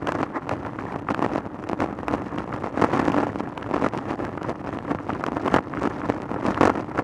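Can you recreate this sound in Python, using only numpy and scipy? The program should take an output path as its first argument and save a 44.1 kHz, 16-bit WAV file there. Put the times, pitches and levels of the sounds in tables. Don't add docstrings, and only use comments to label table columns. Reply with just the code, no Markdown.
import sys
import numpy as np
from scipy import signal
from scipy.fft import rfft, irfft
from scipy.io import wavfile

SR = 44100
rng = np.random.default_rng(int(sys.argv[2]) if len(sys.argv) > 2 else 0)


def store_wav(level_fs):
    pcm = np.round(np.clip(np.atleast_2d(level_fs), -1, 1) * 32767)
    wavfile.write(sys.argv[1], SR, pcm.T.astype(np.int16))


N = 310023
T = np.arange(N) / SR

# first return blow in seconds, its level in dB, level of the
# opening blow in dB, extra shaking in dB (only positive values act), number of throws.
BUMPS = [(0.0917, -6.5, -11, 2.5, 1), (0.157, -22, -6, 5.5, 1), (0.21, -16, -11, 15.5, 1),
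         (0.2345, -10, -5.5, 12, 1), (0.515, -10.5, -14, 12, 2), (0.668, -15.5, -13, 2.5, 1),
         (1.1092, -7, -8.5, 15.5, 1), (1.2249, -6, -7, 3, 2), (1.359, -7.5, -13, 5, 2),
         (1.8216, -8, -11, 14, 2), (2.1387, -5, -10, 13, 1), (2.3841, -12.5, -14, 5.5, 1),
         (2.544, -18, -11, 7.5, 1), (2.642, -11, -26, 8.5, 2), (2.775, -8.5, -16, 9.5, 2),
         (2.824, -4, 1, -33, 1), (2.845, -1.5, 0.5, -2, 1), (2.938, -7, -6, 5.5, 1),
         (2.955, -16, -6, -9, 2), (2.9981, -3, -5, 4, 1), (3.063, -11, -20, -6, 1),
         (3.0823, -4, -5.5, 4.5, 1), (3.144, -6.5, -14, 4.5, 2), (3.1857, -6, -4, -4, 1),
         (3.208, -15, -7.5, 0.5, 1), (3.235, -10, -7.5, -4, 1), (3.744, -7.5, -6, -2.5, 2),
         (3.845, -4.5, -6, 2, 2), (4.1109, -10, -12, 8.5, 1), (4.2066, -18, -15, 4.5, 3),
         (4.4869, -14, -23, 13.5, 1), (4.691, -14, -19, 9, 1), (4.9172, -11, -9.5, 7.5, 1),
         (5.1001, -17, -10, -1, 1), (5.2853, -11.5, -14, 0.5, 1), (5.369, -9, -11, 4, 1),
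         (5.461, -9.5, -10, 5, 2), (5.5465, -6.5, 3.5, 15.5, 2), (5.859, -13, -7, 5, 1),
         (6.1, -3, -6.5, 3.5, 1), (6.468, -14, -4.5, 6.5, 2), (6.6151, -0.5, 4.5, -5, 4),
         (6.7007, -4, -3, -9, 1), (6.758, -13, -11, 2, 3), (6.9942, -7, -3, 13, 1)]
# frequency in Hz, relative level in dB.
BLOW_SPECTRUM = [(35, -21.5), (70, -6.5), (135, -5.5), (200, 5), (420, 0), (700, -2), (1100, -5),
                 (1600, -18.5), (2700, -24), (3400, -34.5), (6500, -43.5), (11000, -53)]
# frequency in Hz, relative level in dB.
GRIT_SPECTRUM = [(700, -1), (2400, 6), (3500, -4), (6000, -7), (11000, -23)]
# frequency in Hz, width in Hz, relative level in dB.
PANEL_MODES = [(308, 207, 0.5), (538, 514, -0.5), (911, 500, 2.5), (1235, 320, -4.5), (1582, 346, -7.5),
               (2480, 650, -14.5)]
# frequency in Hz, width in Hz, relative level in dB.
MOUNT_MODES = [(293.3, 47, -5.5)]
BOUNCE_HZ = 46.67


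def undb(db):
    return 10 ** (np.asarray(db) / 20)


def unit(x):
    return x / np.sqrt(np.mean(x ** 2))


def walk(rate):
    values = rng.standard_normal(4096)
    return unit(np.interp(T * rate, np.arange(4096), values))


def taps(times, sizes):
    samples = np.clip(times * SR, 0, N - 1).astype(int)
    return np.bincount(samples, sizes, N)


def grains(rate, scatter_db):
    hit = rng.random(N) < rate / SR
    direction = rng.choice([-1, 1], N)
    size = undb(scatter_db * np.clip(rng.standard_normal(N), -2, 1))
    return unit(hit * direction * size)


def spurts(impulses, decay_s):
    return signal.lfilter([1], [1, -np.exp(-1 / (decay_s * SR))], impulses + 1e-18)


def jolts(rate, decay_s):
    pressure = spurts(np.abs(grains(rate, scatter_db=-0.5)), decay_s)
    return pressure / pressure.mean()


def response(points, size=4096):
    hz, db = np.transpose(points)
    grid = np.maximum(np.arange(size // 2 + 1) * SR / size, 1)
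    level_db = np.interp(np.log(grid), np.log(hz), db)
    cepstrum = irfft(np.log(undb(level_db)))
    cepstrum[1:size // 2] *= 2
    cepstrum[size // 2 + 1:] = 0
    h = irfft(np.exp(rfft(cepstrum)))
    return h / np.abs(h).max()


def colour(x, points):
    return signal.fftconvolve(x, response(points))[:N]


def ring(x, modes):
    out = 0
    for hz, width, db in modes:
        resonator = signal.iirpeak(hz, hz / width, fs=SR)
        out = out + undb(db) * signal.lfilter(*resonator, x)
    return out


def band(x, hz, width, order=2):
    edges = np.minimum(hz * np.exp(np.array([-.5, .5]) * width / hz), SR / 4)
    return signal.sosfilt(signal.butter(order, edges, "band", fs=SR, output="sos"), x)


def through_wall(x):
    return signal.sosfilt(signal.butter(5, 2356, fs=SR, output="sos"), x)


def knocks(flight_s=.0049, flight_scatter=0.12, judder_s=0.0069, skid_s=0.00083):
    back, back_db, first_db = throws().T
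    flight_chance, skid_chance = rng.standard_normal((len(back), 2)).T
    first = back - flight_s * (1 + flight_scatter * flight_chance)
    out = taps(first, undb(first_db))
    home = taps(back, undb(back_db))
    skid = taps(back - skid_s * np.exp(0.41 * skid_chance), undb(back_db))
    blows = colour(undb(-5.5) * out + undb(-11.5) * skid - undb(-1.0) * home, BLOW_SPECTRUM)
    crack = colour(out ** 2 - home ** 2, GRIT_SPECTRUM) * undb(-28.5)
    touch = taps(first - 2 * skid_s, undb(first_db))
    contact = spurts(touch + undb(-6.5) * skid, judder_s)
    judder = rattle_panels(contact * rng.standard_normal(N), PANEL_MODES)
    grit = gritty(grains(rate=2200, scatter_db=14.5) * contact)
    return blows + crack + judder * undb(-36) + grit * undb(-52.0)


def throws():
    fade_db = 1.16
    rows = []
    for s, back_db, first_db, _, count in BUMPS:
        for k in range(round(count)):
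            rows.append((s + k / BOUNCE_HZ, back_db - k * fade_db, first_db - k * fade_db))
    return np.array(rows)


def thuds():
    # start in seconds, level in dB.
    thud_rows = [(0.838, -21), (0.9606, -12), (1.1927, -8.5), (1.263, -7), (1.6969, -9.5), (1.732, -7.5),
                 (1.9895, -15.5), (3.2692, -13), (3.3584, -12), (3.4055, -11), (3.712, -12), (3.78, -13),
                 (3.823, -8.5), (3.936, -12), (4.192, -16), (4.2923, -17.5), (4.376, -14.5), (4.772, -15.5),
                 (4.9487, -11), (5.32, -12), (5.589, -7.5), (5.822, -11.5), (5.838, -10.5), (5.873, -10),
                 (6.045, -20), (6.3156, -12), (6.343, -12.5), (6.4301, -16), (6.452, -11), (6.5066, -8.5)]
    times, db = np.transpose(thud_rows)
    return -colour(taps(times, undb(db)), BLOW_SPECTRUM)


def chatter(shake, force, spot_q=7):
    crackle = rattle_panels(grains(rate=300, scatter_db=1.5) * force * shake ** 0.1, PANEL_MODES)
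    spots = 0
    for hz in np.geomspace(520, 1350, 7):
        spots = spots + ring(grains(rate=8, scatter_db=2) * force, [(hz, hz / spot_q, 0)]) / hz
    nudge = grains(rate=32, scatter_db=2) * shake ** .7
    snaps = spurts(np.abs(grains(rate=1000, scatter_db=5)), decay_s=.0009)
    grit = gritty(snaps * rng.standard_normal(N) * force * shake ** 0.25)
    return (unit(crackle) * undb(-37.5) + unit(through_wall(spots)) * undb(-40.5)
            + unit(colour(nudge, BLOW_SPECTRUM)) * undb(-37.0) + grit * undb(-52.0))


def rattle_panels(force, panels, own=0.71, order=2):
    limit = 3.0
    out = 0
    for hz, width, db in panels:
        pressure = limit * np.tanh(jolts(rate=220, decay_s=0.0023) / limit)
        panel_force = force * (1 + own * (pressure - 1))
        out = out + undb(db) * unit(band(panel_force, hz, width, order))
    return unit(through_wall(out))


def gritty(snaps, patchy_db=4):
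    out = 0
    for hz in np.geomspace(1100, 9500, 7):
        out = out + band(snaps, hz, hz / 2, order=1) * undb(patchy_db * walk(200))
    return unit(colour(out, GRIT_SPECTRUM))


def ticks(crunch_s=0.0015):
    # start in seconds, crunch level in dB, bright snap level in dB.
    tick_rows = [(0.0718, -18.5, -18.5), (0.0886, -26, -22), (0.121, -21, -19), (0.4932, -24.5, -15.5),
                 (1.146, -24, -27), (1.226, -28, -29), (1.639, -32, -29), (1.6905, -49, -19.5),
                 (1.8038, -25, -18), (2.0821, -18.5, -26), (2.815, -24, -19), (3.053, -38, -20),
                 (3.119, -20, -31), (3.577, -22, -24), (3.887, -51, -22), (3.976, -42, -19.5),
                 (4.2508, -31, -24), (4.431, -30.5, -22), (5.239, -20.5, -24), (5.2645, -22, -21),
                 (5.479, -18, -28), (5.8315, -36, -20), (5.874, -25, -33), (6.22, -48, -23.5),
                 (6.4657, -28, -16)]
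    # frequency in Hz, relative level in dB.
    tick_spectrum = [(60, -31), (300, 14.5), (1450, 11.5), (2100, 0.5), (2900, -2), (3700, -15),
                     (5600, -19.5), (8000, -26), (11000, -27)]
    times, crunch_db, snap_db = np.transpose(tick_rows)
    crunch = spurts(taps(times, undb(crunch_db)), crunch_s) * rng.standard_normal(N)
    snap = colour(taps(times, undb(snap_db)), GRIT_SPECTRUM)
    return colour(crunch * undb(-4.0), tick_spectrum) + snap


def pings():
    # start in seconds, level in dB.
    ping_rows = [(1.1457, -2), (2.3843, -1), (3.628, -4), (3.987, -5.5), (4.7876, -5), (5.134, -6),
                 (5.542, 6), (6.545, 1)]
    # frequency in Hz, width in Hz, relative level in dB.
    ping_modes = [(1320, 1130, 4.5), (2660, 500, 2), (4800, 300, -20)]
    times, db = np.transpose(ping_rows)
    strikes = taps(times, undb(db))
    return sum(undb(mode_db) * band(strikes, hz, width) for hz, width, mode_db in ping_modes)


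def clacks(rebound_s=0.001505, rebound_db=-8):
    # start in seconds, level in dB.
    clack_rows = [(0.65, -23.5), (0.789, -21.5), (1.087, -15), (2.527, -21), (3.863, -15), (4.379, -24),
                  (4.728, -25), (4.987, -24.5), (5.103, -18.5), (5.585, -15), (5.737, -20), (5.772, -20.5),
                  (6.017, -22), (6.123, -25), (6.979, -17)]
    # frequency in Hz, width in Hz, relative level in dB.
    clack_modes = [(1215, 310, 33.5), (1606, 154, 9)]
    times, db = np.transpose(clack_rows)
    again = times + rebound_s * np.exp(0.15 * rng.standard_normal(len(times)))
    strikes = taps(times, undb(db)) + taps(again, undb(db + rebound_db))
    return through_wall(ring(strikes, clack_modes))


def scrapes():
    # centre in seconds, time from centre to 1/e in seconds, level in dB.
    scrape_rows = [(0.088, 0.015, -26), (0.364, 0.019, -22.5)]
    # frequency in Hz, width in Hz, relative level in dB.
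    scrape_modes = [(413, 430, -5.5), (1040, 440, -4.5), (1820, 410, -10.5)]
    pressure = sum(undb(db) * np.exp(-((T - s) / length) ** 2) for s, length, db in scrape_rows)
    slips = grains(rate=2500, scatter_db=2)
    body = rattle_panels(slips, scrape_modes, own=0.31, order=3)
    grit = unit(colour(slips, GRIT_SPECTRUM)) * undb(-25.5)
    return (body + grit) * pressure


def rumble(force):
    # frequency in Hz, relative level in dB.
    rumble_spectrum = [(20, -26), (40, -26), (58, -4.5), (75, -7.5), (100, 0), (135, -1.5), (240, -7),
                       (400, -8), (1000, -14.5), (2000, -30.5), (5000, -54)]
    drumming = grains(rate=700, scatter_db=3.5) * force ** 0.66
    frame = unit(colour(drumming, rumble_spectrum))
    return frame * undb(-35.0) + unit(ring(frame, MOUNT_MODES)) * undb(-37.5)


def road_force(shake):
    bounce_hz = BOUNCE_HZ * (1 + 0.1652 * walk(30))
    bounce = np.cos(2 * np.pi * np.cumsum(bounce_hz) / SR)
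    pacing = undb(2 * bounce + 2.04 * walk(45))
    force = unit(shake * pacing * (jolts(rate=260, decay_s=0.0056) + 1.0))
    return np.tanh(force / 3)


def shaking():
    # time in seconds, shaking in dB.
    road = [(0.0, -33.5), (0.41, -41), (0.85, -31), (1.05, -39.5), (1.27, -30.5), (1.52, -38), (2.0, -34),
            (2.42, -32.5), (2.73, -39), (2.85, -28.5), (3.1, -25.5), (3.48, -35), (3.82, -30.5), (4.2, -34),
            (4.63, -36), (5.46, -30.5), (5.62, -37.5), (5.9, -27), (6.28, -36), (6.52, -27), (6.73, -34),
            (7.03, -35)]
    attack_s, release_s = 0.052, 0.04
    swell_db = np.zeros(N)
    for s, _, _, extra_db, count in BUMPS:
        end = s + (round(count) - 1) / BOUNCE_HZ
        shape = np.interp(T, [s - attack_s, s, end, end + release_s], [0, 1, 1, 0])
        swell_db = np.maximum(swell_db, extra_db * shape)
    road_db = np.interp(T, *np.transpose(road))
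    return undb(road_db + swell_db)


def scene():
    shake = shaking()
    force = road_force(shake)
    rattle = chatter(shake, force) + knocks() + thuds() + ticks() + pings() + clacks() + scrapes()
    mount = undb(-5.0) * ring(rattle, MOUNT_MODES)
    return (rumble(force) + rattle + mount)[None]


def record(dry):
    soft = signal.sosfilt(signal.butter(4, 11000, fs=SR, output="sos"), np.clip(dry, -1, 1))
    return signal.sosfilt(signal.ellip(8, .2, 70, 15500, fs=SR, output="sos"), soft)


dry = scene()
out = record(dry)
store_wav(out)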